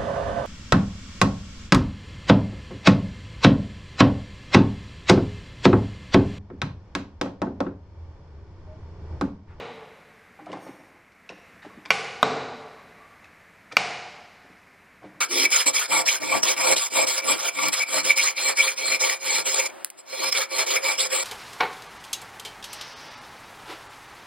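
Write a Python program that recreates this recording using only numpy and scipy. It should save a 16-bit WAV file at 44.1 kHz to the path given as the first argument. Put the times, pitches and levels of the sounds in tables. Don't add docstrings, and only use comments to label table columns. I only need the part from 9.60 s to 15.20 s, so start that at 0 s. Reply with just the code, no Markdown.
import sys
import numpy as np
from scipy import signal
from scipy.fft import rfft, irfft, next_fast_len
from scipy.io import wavfile
from scipy.ndimage import uniform_filter1d

SR = 44100
rng = np.random.default_rng(int(sys.argv[2]) if len(sys.argv) > 2 else 0)


def wrap_up_sound(samples):
    columns = np.atleast_2d(samples).T
    tamed = np.clip(columns, -1, 1)
    steps = np.round(tamed * 32767).astype(np.int16)
    wavfile.write(sys.argv[1], SR, steps)


def elevation(decibels):
    levels = np.asarray(decibels, float)
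    return 10 ** (levels / 20)


N = 247070
LEAD_S = 0.4
LEAD = round(LEAD_S * SR)
M = N + LEAD
SIZE = next_fast_len(M + 2 * SR)
HZ = np.maximum(np.arange(SIZE // 2 + 1) * SR / SIZE, 1)
SHORT = 2 ** 14
SHORT_HZ = np.maximum(np.arange(SHORT // 2 + 1) * SR / SHORT, 1)


def rms_one(x):
    return x / np.sqrt(np.mean(x ** 2) + 1e-20)


def at_hz(points, hz):
    table = np.array(points)
    return np.interp(np.log(hz), np.log(table[:, 0]), table[:, 1])


def in_time(rows):
    return np.interp(np.arange(M) / SR - LEAD_S, *np.transpose(rows))


def band(x, low_hz, high_hz, order=2):
    return signal.sosfilt(signal.butter(order, [low_hz, high_hz], "band", fs=SR, output="sos"), x)


def ring(clicks, hz, t60):
    decay = elevation(-60 / (t60 * SR))
    turn = 2 * np.pi * hz / SR
    return signal.lfilter([0, np.sin(turn)], [1, -2 * decay * np.cos(turn), decay ** 2], clicks + 1e-18)


def burst(length_s, rise):
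    t = np.arange(SR // 4) / SR / max(length_s, 1e-4)
    contacts = rng.standard_normal(len(t)) * rng.exponential(1, len(t))
    grains = contacts * (1 - np.exp(-t / rise)) * np.exp(-2 * t)
    return grains / np.sqrt(np.sum(grains ** 2))


def add(out, s, sound):
    at = round(s * SR) + LEAD
    out[at:at + len(sound)] += sound[:len(out) - at]


# (frequency [Hz], level per Hz [dB])
PLANT_COLOUR = [(12, -49.5), (20, -15), (103, -3.5), (128, -8.5), (189, -0.5), (337, -8.5), (387, -8),
                (555, -8.5), (638, -7.5), (733, -9), (1140, -7.5), (2160, -3.5), (3180, -20), (11700, -31),
                (15000, -34)]
# (time [s], level [dB])
PLANT_LEVEL = [(0, -54), (1.2, -55), (1.5, -57.5), (1.9, -53), (3.2, -52.5), (3.9, -54), (5.6, -55)]


def plant():
    spectrum = rfft(rng.standard_normal(SIZE)) * elevation(at_hz(PLANT_COLOUR, HZ))
    noise = irfft(spectrum, SIZE)[:M]
    return elevation(in_time(PLANT_LEVEL)) * rms_one(noise)


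# (frequency [Hz], time [s])
HALL_DECAY = [(100, 1.22), (250, 0.98), (500, 1.26), (1000, 1.27), (2000, 1.14), (4000, 1.174),
              (7000, 1.05), (12000, 0.45)]


def hall():
    build_s = 0.002
    linger_db, linger_times = -23.5, 2.6
    t = np.arange(2 * SR) / SR
    white = rng.standard_normal((2, len(t)))
    edges_hz = 30 * 2 ** np.arange(0, 9.6, 0.5)
    out = np.zeros(len(t))
    for k, (low, high) in enumerate(zip(edges_hz, edges_hz[1:])):
        fall_db = -60 * t / at_hz(HALL_DECAY, np.sqrt(low * high))
        fall = np.hypot(elevation(fall_db), elevation(linger_db + fall_db / linger_times))
        out += band(white[k % 2], low, high) * fall
    return rfft(out * (1 - np.exp(-t / build_s)), SIZE)


# (frequency [Hz], width [Hz], level [dB])
JINGLE_NOTES = [(5580, 80, 2), (6400, 200, -1), (8877, 110, 2), (9636, 130, -8), (11040, 120, -14),
                (12600, 500, -6), (13510, 130, -6)]


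def jingle():
    peak_s, stop_s, top_db = 1.035, 1.32, -68
    rise_db_per_s, fall_db_per_s, stop_db_per_s = 200, 60, 300
    white = rng.standard_normal(M)
    lines = elevation(0.5) * rms_one(band(white, 4500, 14000))
    for hz, width_hz, db in JINGLE_NOTES:
        t60 = 2.2 / width_hz
        lines += elevation(db) * rms_one(ring(ring(white, hz, t60), hz, t60))
    t = np.arange(M) / SR - LEAD_S
    shake_db = top_db - np.maximum(rise_db_per_s * (peak_s - t), fall_db_per_s * (t - peak_s))
    return elevation(shake_db - stop_db_per_s * np.maximum(t - stop_s, 0)) * lines


# (time [s], peak level [dB], pitch [Hz])
ROUGH_TICKS = [(0.859, -45, 2330), (0.9175, -39, 2900), (0.928, -36, 2020), (0.971, -49, 2000),
               (1.0744, -48, 1670), (1.52, -54, 2200), (4.1222, -30, 2360)]
# (time [s], peak level [dB], pitch [Hz])
CLEAR_TICKS = [(1.6915, -27.5, 2650), (1.6975, -33, 2750), (1.7074, -39, 2940), (1.776, -45, 1750),
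               (2.2531, -30, 2220), (2.2577, -24, 2360), (3.642, -36.5, 2563), (3.655, -42, 1670),
               (4.113, -40, 1900), (4.118, -35, 2370)]
# (time [s], peak level [dB], pitch [Hz])
SLIDING_TICKS = [(.875, -43, 1400), (.94, -41, 1700), (1.0, -44, 1600), (1.7, -43, 1900), (2.02, -32, 1800),
                 (5.429, -45, 1500)]
# (time [s], level [dB], pitch [Hz], length [s])
SINGING_PART = [(2.095, -43.5, 1150, 0.014), (2.115, -39, 1150, 0.019), (3.155, -37, 1155, 0.079),
                (3.40, -44, 1152, 0.034), (3.435, -42, 1144, .03), (3.5, -46, 1170, 0.035)]
# (times its pitch [ratio], level [dB])
TICK_OVERTONES = [(1.45, -15), (2.05, -14)]


def ticks():
    out = np.zeros(M)
    # (table, length [s], edge level [dB], edge top [Hz], share of length spent swelling)
    kinds = [(ROUGH_TICKS, 0.004, 23, 4600, 0.04),
             (CLEAR_TICKS, 0.004, 11.3, 4600, 0.04),
             (SLIDING_TICKS, 0.016, 23.5, 2100, 0.8)]
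    for rows, length_s, edge_db, edge_hz, rise in kinds:
        for s, peak_db, hz in rows:
            edge = band(burst(3.5 * length_s, rise), 900, edge_hz, order=1)
            touch = burst(length_s, rise)
            note = ring(touch, hz, 0.012)
            for times, db in TICK_OVERTONES:
                note += elevation(db) * ring(touch, times * hz, 0.013)
            add(out, s, elevation(peak_db + 0.5) * band(note + elevation(edge_db) * edge, 580, 6200))
    for s, db, hz, length_s in SINGING_PART:
        song = ring(burst(length_s, 0.4), hz, 0.08)
        add(out, s, elevation(db) * band(song, 0.64 * hz, 1.1 * hz))
    return out


# (time [s], peak level [dB], pitch [Hz])
BOARD_KNOCKS = [(0.788, -33, 790), (0.807, -38, 324), (0.864, -28, 700), (0.890, -22.5, 540),
                (0.926, -19.5, 536), (0.930, -27, 800), (0.948, -32, 304), (0.964, -29, 760),
                (1.019, -35, 826), (1.061, -25, 620), (1.087, -33, 310), (1.134, -44, 301),
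                (5.419, -35, 780), (5.439, -29, 525), (5.452, -41, 298), (5.539, -45, 802)]
# (time [s], peak level [dB], pitch [Hz])
GRIP_NUDGES = [(1.694, -27.5, 500), (1.698, -32, 1050), (1.718, -31, 495), (1.78, -44, 509),
               (1.957, -45.5, 503), (2.046, -29, 600), (2.058, -31, 300), (2.10, -38, 480),
               (2.136, -39, 471.5), (2.169, -33, 240), (2.256, -33, 1074), (4.1125, -32, 1300),
               (4.124, -32, 503), (4.839, -39.5, 280), (4.895, -37, 207)]
# (frequency [Hz], level [dB], time to drop 60 dB [s])
BOARD_MODES = [(118, -10, .07), (190.5, -5, 0.077), (260, -7.5, 0.063), (306, -2.5, 0.13),
               (395, -11.5, 0.023)]


def knocks():
    out = np.zeros(M)
    boom_lag = 0.3
    # (table, length [s], boom level [dB])
    for rows, length_s, boom_db in [(BOARD_KNOCKS, 0.022, -4.5), (GRIP_NUDGES, 0.014, -10.5)]:
        for s, peak_db, hz in rows:
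            scuff = burst(length_s, 0.13)
            push = burst(1.5 * length_s, 0.63)
            cluster = ring(scuff, hz, 0.043) - 0.52 * ring(scuff, 1.4 * hz, 0.038)
            cluster += 0.3 * ring(scuff, 1.9 * hz, 0.025) - 0.5 * ring(scuff, 0.64 * hz, 0.023)
            rubbing = band(burst(2.2 * length_s, 0.15), 400, 1200, order=1)
            boom = np.zeros(len(push))
            for j, (mode_hz, db, t60) in enumerate(BOARD_MODES):
                boom += (-1) ** j * elevation(db) * ring(push, mode_hz, t60)
            board_db = boom_db - boom_lag * (peak_db + 30)
            knock = cluster + elevation(24) * rubbing + elevation(board_db) * boom
            add(out, s, elevation(peak_db - 4.5) * band(knock, 80, 3000))
    return out


# (frequency [Hz], time to drop 60 dB [s], first snap [dB], gear clunk [dB], second snap [dB])
BLOCK_MODES = [(262, 0.063, -31, -5, -24.5), (475, 0.038, -28.5, -18.5, -31), (727, 0.029, -16, -9.5, -15),
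               (850, 0.024, -18, -13, -17), (1084, 0.015, -14.5, -3.5, -16.5),
               (1250, 0.027, -18.5, -3.5, -11), (1450, 0.017, -9.5, -3, -7.5),
               (2020, 0.019, -10, -7, -12.5), (2393, 0.015, -3.5, -8, -0.5), (2880, 0.017, -13, -17.5, -11),
               (3220, 0.015, -16.5, -11, -19), (3700, 0.012, -21, -1, -16),
               (4570, 0.016, -16.5, -20.5, -11), (5300, .013, -24.5, -17, -20),
               (5510, 0.011, -13.5, -24, -13.5), (6540, 0.0086, -20, -17, -15.5)]


def block_ring(contact, kind):
    out = np.zeros(len(contact))
    for j, mode in enumerate(BLOCK_MODES):
        start = -elevation(-6.5) if kind == 3 else (-1) ** j
        out += start * elevation(mode[kind]) * ring(contact, mode[0], mode[1])
    return signal.lfilter([0.25, 0.5, 0.25], 1, out)


# (frequency [Hz], level per Hz [dB])
EARLIER_COLOUR = [(35, -48), (60, -22), (145, -6.5), (380, -8), (458, 1.5), (590, -6), (641, -10.5),
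                  (842, -5), (1680, -15.5), (2120, -11.5), (3890, -19.5), (4410, -25), (9000, -40),
                  (11700, -70), (19800, -120)]
# (frequency [Hz], level per Hz [dB])
FIRST_SNAP_COLOUR = [(35, -48), (60, -25.5), (144, -7), (270, -17.5), (456, -1), (632, -9.5), (786, -1.5),
                     (916, -10), (1140, -2.5), (1270, -10), (1800, -9), (2290, -3.5), (3700, -14.5),
                     (4500, -13), (11000, -30), (14300, -63), (22000, -120)]
# (frequency [Hz], level per Hz [dB])
CLUNK_COLOUR = [(35, -60.5), (60, -29), (129, -7.5), (200, -13.5), (250, -1.5), (349, -9.5), (421, 0),
                (540, -6), (737, -3.5), (1520, -9.5), (1690, -14), (2260, -14), (3210, -20.5), (3870, -18),
                (8500, -35), (11000, -67), (18700, -120)]
# (frequency [Hz], level per Hz [dB])
SECOND_SNAP_COLOUR = [(35, -60.5), (60, -35), (130, -8.5), (246, -14.5), (499, -5.5), (533, -11),
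                      (593, -9.5), (660, -4.5), (766, -2), (1100, -6), (1730, -7.5), (2430, -4.5),
                      (3580, -14), (4630, -11), (10000, -29.5), (13000, -64), (22000, -120)]
# (frequency [Hz], width [Hz], then the boost for each of the four clacks [dB])
CASING_MODES = [(154.3, 32, 3, 0, 6.8, 2.5), (255, 30, 2.7, 2, 2, 0), (446, 18, 7.8, 4, 8.6, 4),
                (590, 30, 4, 1, 5.5, 10.5), (722, 20, 8, 6, 6.5, 11), (805, 36, 3, 7, 5.5, 5.5),
                (1150, 38, 6.5, 4, 7.5, 2), (1476, 80, 2.3, 10.5, 3, 2.5), (2196, 170, 1.8, 3.5, 2.6, 4),
                (2393, 80, 2.2, 1.5, 3.3, 3.5), (2904, 60, 2, 5, 1.2, 5), (3945, 140, 7.2, -1, 7, 2),
                (4640, 100, 2, -0.5, 2.2, -5)]


def casing_and_hall(k, reflections):
    colours = EARLIER_COLOUR, FIRST_SNAP_COLOUR, CLUNK_COLOUR, SECOND_SNAP_COLOUR
    gain = elevation(at_hz(colours[k], SHORT_HZ))
    for hz, width_hz, *boost_db in CASING_MODES:
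        gain = gain * elevation(boost_db[k] / (1 + (2 * (SHORT_HZ - hz) / width_hz) ** 2))
    cepstrum = irfft(np.log(gain), SHORT)
    cepstrum[1:SHORT // 2] *= 2
    cepstrum[SHORT // 2 + 1:] = 0
    casing = irfft(np.exp(rfft(cepstrum)))
    tail = irfft(rfft(casing, SIZE) * reflections, SIZE)[:2 * SR]
    return tail / np.sqrt(np.mean(tail[:SR // 10] ** 2))


# (time [s], hall level [dB], crack level [dB], loss of the bounces [dB per ms])
CLACK_EVENTS = [
    (-0.20, -27.7, -10, 2.0),
    (2.3050, -29, -7, .6),
    (2.6288, -25.5, -10, 2.6),
    (4.1684, -28.5, -3, 2.2),
]


def clacks(reflections):
    out = np.zeros(M)
    bounce_s = 0.0018 * np.arange(1, 5) ** 1.55
    crack_s = 0.004
    for k, (s, hall_db, crack_db, loss_db) in enumerate(CLACK_EVENTS):
        kind = (3, 2, 3, 4)[k]
        contact = np.zeros(SR // 4)
        contact[0] = elevation(1.0)
        contact[(bounce_s * SR).astype(int)] = elevation(-4 - loss_db * bounce_s * 1e3)
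        if k == 2:
            contact = np.roll(contact, round(0.00045 * SR))
            contact[0] = -elevation(-8)
        contact = band(contact, 350, 5000, order=1)
        crack_top = 0.25 if kind == 3 else 0.95
        crack = band(burst(crack_s, 0.065), 3400, 7800)
        crack += crack_top * band(burst(crack_s, 0.05), 10300, 14800)
        add(out, s, block_ring(contact, kind) + elevation(crack_db) * crack)
        add(out, s, elevation(hall_db) * casing_and_hall(k, reflections))
    return out


def scene():
    reflections = hall()
    small = knocks() + ticks()
    small_echo = elevation(-42) * irfft(rfft(small, SIZE) * reflections, SIZE)[:M]
    mix = plant() + jingle() + small + small_echo + clacks(reflections)
    return np.tile(mix[LEAD:], (2, 1))


# (frequency [Hz], level under the whole [dB])
LOST_BELOW = [(6000, -78), (8500, -64), (11000, -58), (14500, -56), (15000, -34)]


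def starve(x):
    hz, _, lines = signal.stft(x, SR, nperseg=2048, noverlap=1024)
    power = abs(lines) ** 2
    whole = np.sqrt(np.sum(power, axis=0))
    near = np.sqrt(uniform_filter1d(power, size=2, axis=0))
    kept = near > whole * elevation(at_hz(LOST_BELOW, np.maximum(hz, 1)))[:, None]
    return signal.istft(lines * kept, SR, nperseg=2048, noverlap=1024)[1][:N]


def low_pass(x):
    return signal.sosfilt(signal.butter(12, 15480, fs=SR, output="sos"), x)


def record(dry):
    mono = starve(np.clip(dry[0], -1, 1))
    return low_pass(np.tile(mono, (2, 1)))


dry = scene()
out = record(dry)
wrap_up_sound(out)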